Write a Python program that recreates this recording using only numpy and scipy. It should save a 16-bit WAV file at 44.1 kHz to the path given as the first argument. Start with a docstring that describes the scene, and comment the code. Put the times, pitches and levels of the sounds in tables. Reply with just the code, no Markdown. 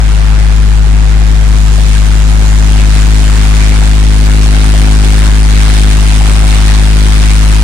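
"""In an open field a tractor-driven groundnut thresher runs at full speed as the microphone walks up to it.
The blower is a bladed pulse near 52 a second with housing overtones, duct rumble and steady shaft hums.
Shaped noise makes the drum's roar and torn haulm; dying scrapes of noise are the pods on the shaking sieves.
Damped bands of noise knock in the drum casing. The throb overloads both channels: it turns squarish
and chops the hiss twice in every cycle."""
import sys
import numpy as np
from scipy import signal
from scipy.fft import rfft, irfft, next_fast_len
from scipy.io import wavfile
from scipy.ndimage import uniform_filter1d, minimum_filter1d, map_coordinates

SR = 44100
rng = np.random.default_rng(int(sys.argv[2]) if len(sys.argv) > 2 else 0)


def int16_out(signal):
    """Quantize to a 16-bit WAV file."""
    q = np.round(np.clip(np.atleast_2d(signal).T, -1, 1) * 32767)
    wavfile.write(sys.argv[1], SR, q.astype(np.int16))


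N = 336483


def amp(db):
    """Decibels to gain."""
    return 10 ** (np.asarray(db) / 20)


def unit(x):
    """Scale to rms 1."""
    return x / np.sqrt(np.mean(x ** 2) + 1e-20)


def along(points, hz):
    """Read (f/Hz, value) points on a log frequency axis."""
    f, value = np.transpose(points)
    return np.interp(np.log(hz + 1), np.log(f + 1), value)


def curves(rows):
    """One value per sample for each column after t/s."""
    s, *columns = np.transpose(rows)
    return [np.interp(np.arange(N) / SR, s, column) for column in columns]


def wobble(rate):
    """A smooth random curve with this many knots a second."""
    knots = rng.standard_normal(int(N * rate / SR) + 4)
    return map_coordinates(knots, [np.arange(N) * rate / SR])


def angle(hz):
    """Running phase of a rotation, in radians."""
    return 2 * np.pi * np.cumsum(hz) / SR


def filtered(x, response):
    """Shape x with a complex response of frequency."""
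    m = next_fast_len(N + SR // 2)
    return irfft(rfft(x, m) * response(np.fft.rfftfreq(m, 1 / SR)), m)[..., :N]


# how alike left and right are in the noise layers: (f/Hz, likeness from 0 to 1)
LIKENESS = [(60, 0.84), (300, 0.71), (700, 0.43), (1500, 0), (10000, 0)]


def rush(spectrum, patchy_db):
    """Stereo noise of rms 1, its gain patchy over time and frequency."""
    z = signal.stft(rng.standard_normal((2, N)), nperseg=512)[2]
    patches = uniform_filter1d(rng.standard_normal(z.shape[1:]), size=8, axis=0)
    patches = uniform_filter1d(patches, size=10, axis=1)
    pair = signal.istft(z * amp(patchy_db * unit(patches)), nperseg=512)[1][:, :N]

    def response(hz):
        turn = np.arccos(np.clip(along(LIKENESS, hz), -1, 1)) / 2  # more likeness, less side
        return amp(along(spectrum, hz)) * [np.cos(turn), np.sin(turn)]

    mid, side = filtered(pair, response)
    return unit(np.array([mid + side, mid - side]))


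# rate of the blower's blade passes: (t/s, f/Hz)
BLADE_RATE = [(0, 51.84), (1.6, 51.87), (2.7, 51.93), (3.8, 52.08), (5, 52.04), (6.1, 51.99), (7.63, 52.08)]
# the walk up to the machine: (t/s, approach level/dB that each layer scales, housing drone level/dB)
APPROACH = [(0, -1, -39), (1.2, -0.56, -17), (2.1, -1, -10), (2.5, 0.1, -5.5), (3.2, 0.5, -1.5),
            (4.3, 1.5, 4), (4.9, 1.4, 5.5), (5.4, 1.8, 4), (6.2, 1.24, 2.5), (7.63, 1.7, 3.3)]


def blower(left_db=5.0, right_db=-0.03, left_gain=0.37, right_gain=1.48, octave_db=-16.0, lean=0.14,
           right_cut_hz=32, flutter_db=0.25, sway=0.016):
    """Each blade sends out a smooth pressure pulse and shakes the housing."""
    rate_hz, = curves(BLADE_RATE)
    near_db, _ = curves(APPROACH)
    turn = angle(rate_hz) + sway * wobble(14)
    # narrow crest, wide trough, slightly lopsided
    pulse = np.cos(turn) + amp(octave_db) * np.cos(2 * turn + lean)
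    throb = pulse * amp(flutter_db * wobble(23))
    panels = housing(turn)
    left = throb * amp(left_db + left_gain * near_db) + panels[0]
    # the right port gains more from the approach and passes less deep bass
    right = throb * amp(right_db + right_gain * near_db) + panels[1]
    return np.array([left, filtered(right, lambda hz: 1j * hz / (1j * hz + right_cut_hz))])


# overtones of the sheet-steel housing, before its drone level:
# (multiple of the blade rate, left level/dB, right level/dB)
HOUSING_OVERTONES = [(3, -28.5, -21), (4, -23.5, -25), (5, -23.5, -21.5), (6, -28.5, -37), (7, -33.5, -30),
                     (8, -53, -50), (10, -36.5, -42.5)]


def housing(turn, late=0.808, swell_db=1.1, rattle_db=0.9, jitter=0.12):
    """Loose sheet-steel panels answer late, a fraction of a blade cycle; every overtone rattles unevenly."""
    _, housing_db = curves(APPROACH)
    phase = turn - 2 * np.pi * late
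    panels = 0
    for multiple, left_db, right_db in HOUSING_OVERTONES:
        level = amp([[left_db], [right_db]]) * amp(rattle_db * wobble(18))
        panels = panels + level * np.cos(round(multiple) * phase + jitter * wobble(18))
    return panels * amp(housing_db + swell_db * wobble(3.9))


# tone of the air in the blower duct: (f/Hz, relative level/dB per Hz)
DUCT_TONE = [(12, 4), (32, 5), (65, 8.5), (110, 2.5), (250, 2.5), (400, -3), (600, -14.5), (1200, -41)]


def duct(base_db=-24, left_db=3, right_db=4.0):
    """The blower's draught rumbles evenly, whatever the crop does, and grows with the approach."""
    near_db, _ = curves(APPROACH)
    return amp(base_db + near_db) * rush(DUCT_TONE, patchy_db=0.5) * amp([[left_db], [right_db]])


# hum of the engine and the belt-driven shafts: (mean f/Hz, left level/dB, right level/dB)
SHAFT_HUMS = [(31, -31, -38), (33.2, -34, -41), (39, -30, -39), (42, -27, -37), (62, -38, -31),
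              (133.1, -20.5, -25)]


def tractor():
    """The engine and the shafts hum, geared to the same drive as the blower."""
    rate_hz, = curves(BLADE_RATE)
    drive = rate_hz / rate_hz.mean()
    return sum(np.cos(angle(hz * drive)) * amp([[left_db], [right_db]])
               for hz, left_db, right_db in SHAFT_HUMS)


# roar of the drum air as the microphone moves round the hopper, before the approach gain: (t/s, level/dB)
ROAR_LEVEL = [(0, -21.5), (.6, -24), (1.3, -23.5), (2.2, -23), (3, -21), (4.2, -21.5), (4.9, -20.5),
              (5.7, -20.5), (6.4, -20), (7.63, -20)]
# air whirled round in the drum, with the hollow note of its casing: (f/Hz, relative level/dB per Hz)
ROAR_TONE = [(150, -16), (480, -5.5), (750, -0.2), (1050, -2.5), (1250, -2.5), (1480, -1.5), (1850, -3.5),
             (2300, -5), (4000, -12), (9000, -21.5), (16000, -45)]
# shredded straw and chaff: (f/Hz, relative level/dB per Hz)
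STRAW_TONE = [(300, -8), (1200, -1.5), (2300, 2), (3800, 1.5), (5500, -2), (7500, -3), (9000, -1),
              (10000, -5.5), (11500, -9.5), (15500, -14)]
# chaff sifting, brightest as the sieve opening comes round, before surge and approach: (t/s, level/dB)
CHAFF_LEVEL = [(0, -34.5), (1.2, -36), (1.65, -30), (2.5, -29.5), (3.5, -30), (7.63, -60)]
# fine chaff on the sieves: (f/Hz, relative level/dB per Hz)
CHAFF_TONE = [(1500, -20), (4000, -7.5), (7200, 3), (8800, -14), (11000, -5.5), (15000, -13)]


def drum(straw_db, shake, hiss_db=3.5, shake_db=-0.18, tear_db=0.85, draught_db=0.56):
    """Air roars through the drum; straw hisses and flickers as it tears; chaff sifts behind the opening."""
    roar_db = curves(ROAR_LEVEL)[0] + draught_db * wobble(2.6)
    chaff_db, = curves(CHAFF_LEVEL)
    surge_db = tear_db * wobble(95) + shake_db * shake
    roar = amp(roar_db) * rush(ROAR_TONE, patchy_db=0.5)
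    straw = amp(straw_db + hiss_db) * rush(STRAW_TONE, patchy_db=1)
    chaff = amp(chaff_db) * rush(CHAFF_TONE, patchy_db=2.5)
    return roar + (straw + chaff) * amp(surge_db)


# resonances of the steel sieves and chute: (f/Hz, width f/Hz, relative level/dB)
SIEVE_MODES = [(720, 280, -10), (1590, 180, 8.5), (2200, 230, 7.5), (3700, 1900, 0), (7000, 7400, -6)]


def pods(pod_db, shake, per_second=2200, level_db=-8.5, spread_db=3.5, bunching=0.23, t60=0.023):
    """Pods and grit strike the sieves as short dying scrapes, densest at one end of each stroke."""
    struck = rng.random(N) < per_second / SR * (1 + bunching * shake)
    blows = struck * amp(spread_db * np.clip(rng.standard_normal((2, N)), -2, 2))
    t = np.arange(SR // 25) / SR
    decay = amp(-60 * t / t60)
    power = signal.fftconvolve(blows ** 2, decay[None] ** 2, axes=1)[:, :N]
    scrapes = np.sqrt(np.abs(power)) * rng.standard_normal((2, N))

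    def response(f):
        steel = sum((-1) ** k * amp(db) * 1j * f * width / (centre * centre - f * f + 1j * f * width)
                    for k, (centre, width, db) in enumerate(SIEVE_MODES))
        return steel / (1 + (f / 9000) ** 8)  # the husks are soft: dull above 9 kHz

    return amp(pod_db + level_db) * unit(filtered(scrapes, response))


# clods, roots and clumps of pods knocking round the drum casing, before the approach gain:
# (t/s, level/dB, f/Hz of the panel struck)
CASING_KNOCKS = [(.2, -31, 1469), (.833, -26, 796), (1.092, -30, 1354), (1.669, -29, 1198),
                 (1.773, -24, 676), (1.95, -23, 1594), (2.751, -25, 734), (2.78, -23, 2710),
                 (2.928, -24, 676), (2.975, -26, 1150), (3.025, -25, 1530), (3.291, -26, 1248),
                 (3.335, -26, 1802), (3.605, -21, 2302), (3.668, -24, 649), (3.706, -21, 2200),
                 (3.813, -23, 830), (4.263, -24, 1469), (4.519, -23, 704), (4.623, -23, 830),
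                 (4.731, -20, 649), (4.853, -22, 796), (4.9, -24, 1060), (5.123, -24.5, 796),
                 (5.265, -21, 977), (6.199, -19, 820), (6.42, -23, 623), (6.681, -24, 1955),
                 (6.728, -22.5, 4077), (7.201, -27, 1594), (7.273, -25, 2302)]


def knocks(width=0.25, rise_s=0.0055, t60=0.19):
    """Each clump crumbles against a panel: a quick rise, then a dull ring that the crop damps."""
    t = np.arange(SR // 4) / SR
    hz = np.fft.rfftfreq(len(t), 1 / SR)
    shape = (1 - np.exp(-t / rise_s)) * amp(-60 * t / t60)
    shape_rms = np.sqrt(np.mean(shape ** 2)) / shape.max()
    out = np.zeros((2, N + len(t)))
    for s, db, pitch_hz in CASING_KNOCKS:
        panel = 1 / (1 + ((hz - pitch_hz) / (width * pitch_hz / 2)) ** 2)
        ring = irfft(rfft(rng.standard_normal((2, len(t)))) * panel, len(t)) * shape
        start = round(s * SR)
        out[:, start:start + len(t)] += amp(db) * unit(ring) * shape_rms
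    return out[:, :N]


# handfuls of haulm pulled through the drum:
# (peak t/s, length t/s at half the rise, straw hiss rise level/dB, pod rattle rise level/dB)
HAULM_HANDFULS = [(1.10, 0.044, 1, 10), (1.96, .11, 2.2, 6), (2.79, 0.11, 2.5, 9), (2.972, 0.1, 3, 9),
                  (3.34, 0.085, 0, 5), (3.622, .09, 0.5, 10), (3.76, .17, -1, 5.5), (4.25, 0.1, 1.5, 2),
                  (4.52, 0.095, 0.5, 5), (4.634, 0.09, 1.2, 4), (4.82, 0.1, .7, 2.5), (4.91, 0.2, .7, 1.5),
                  (5.134, 0.051, 3, 4.5), (5.275, 0.13, .6, 5), (5.59, .1, 0.5, 8), (5.787, 0.14, .8, 4),
                  (6.155, 0.061, 1.5, 4), (6.27, 0.076, .7, 4.5), (6.514, .14, 1.2, 3),
                  (6.73, 0.07, 1.5, 5), (7.237, .16, 0, 5)]


def handfuls():
    """Each handful swells and fades smoothly: dB added to the straw and to the pods."""
    t = np.arange(N) / SR
    return sum(np.outer([straw_db, pod_db], .5 ** ((2 * (t - s) / length) ** 2))
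               for s, length, straw_db, pod_db in HAULM_HANDFULS)


# crop passing through the drum, before drift, handfuls and layer gains: (t/s, level/dB)
CROP_FEED = [(0, -30.5), (.6, -32.3), (1.22, -32.5), (1.75, -27.5), (2.2, -28), (2.7, -27.5), (3.5, -24),
             (4.1, -24.5), (4.8, -23), (5.02, -24), (5.3, -23.5), (5.48, -24), (5.6, -22), (6.72, -22.5),
             (6.88, -23.6), (7.1, -21.5), (7.63, -22)]


def scene(left_db=4.0, right_db=0.73, approach=0.55, sieve_approach=0.67):
    """The whole machine as it reaches the two ports; one flow of crop drives the drum and the sieves."""
    near_db, _ = curves(APPROACH)
    feed_db, = curves(CROP_FEED)
    flow_db = feed_db + 0.47 * wobble(37)  # the flow is never quite even
    straw_db, pod_db = flow_db + handfuls()
    shake = np.sin(angle(6.8 + 0.42 * wobble(1.9)))  # the stroke of the sieves
    # the sieves lie nearest: their rattle gains extra dB from the approach
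    rattle = pods(pod_db + sieve_approach * near_db, shake)
    crop = (drum(straw_db, shake) + rattle + knocks()) * amp(approach * near_db)
    return blower() + duct() + tractor() + crop * amp([[left_db], [right_db]])


def limiter(x, ceiling=0.95, hold_s=0.47):
    """Turns both channels down together to keep the peaks under the ceiling."""
    needed = np.minimum(1, ceiling / (np.abs(x).max(axis=0) + 1e-9))
    width = int(hold_s * SR)
    return x * uniform_filter1d(minimum_filter1d(needed, width), width)


# colour of the left port against the right, used from 150 Hz up: (f/Hz, level/dB)
PORT_COLOUR = [(52, 15), (160, 5.5), (300, 2), (700, 0), (1300, 2), (2200, 1), (4000, -2.5), (5500, -1.5),
               (7500, 3.5), (9200, 6), (11000, -2), (15000, 2)]


def record(dry, top=0.91, hardness=9, leak=.125, treble_db=-7, top_hz=15900):
    """The input saturates on every throb; then come the channels' colour, a limiter and the band limit."""
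    clipped = dry / (1 + np.abs(dry / top) ** hardness) ** (1 / hardness)
    held = clipped + leak * (dry - clipped)  # the flat tops keep a trace of the signal

    def colour(hz):
        treble = along([(9300, 0.032), (11500, treble_db)], hz)
        balance = np.where(hz < 150, 0, along(PORT_COLOUR, hz))
        return amp(treble + np.array([[.5], [-.5]]) * balance)  # half to each side

    return filtered(limiter(filtered(held, colour)), lambda hz: hz < top_hz)


dry = scene()
out = record(dry)
int16_out(out)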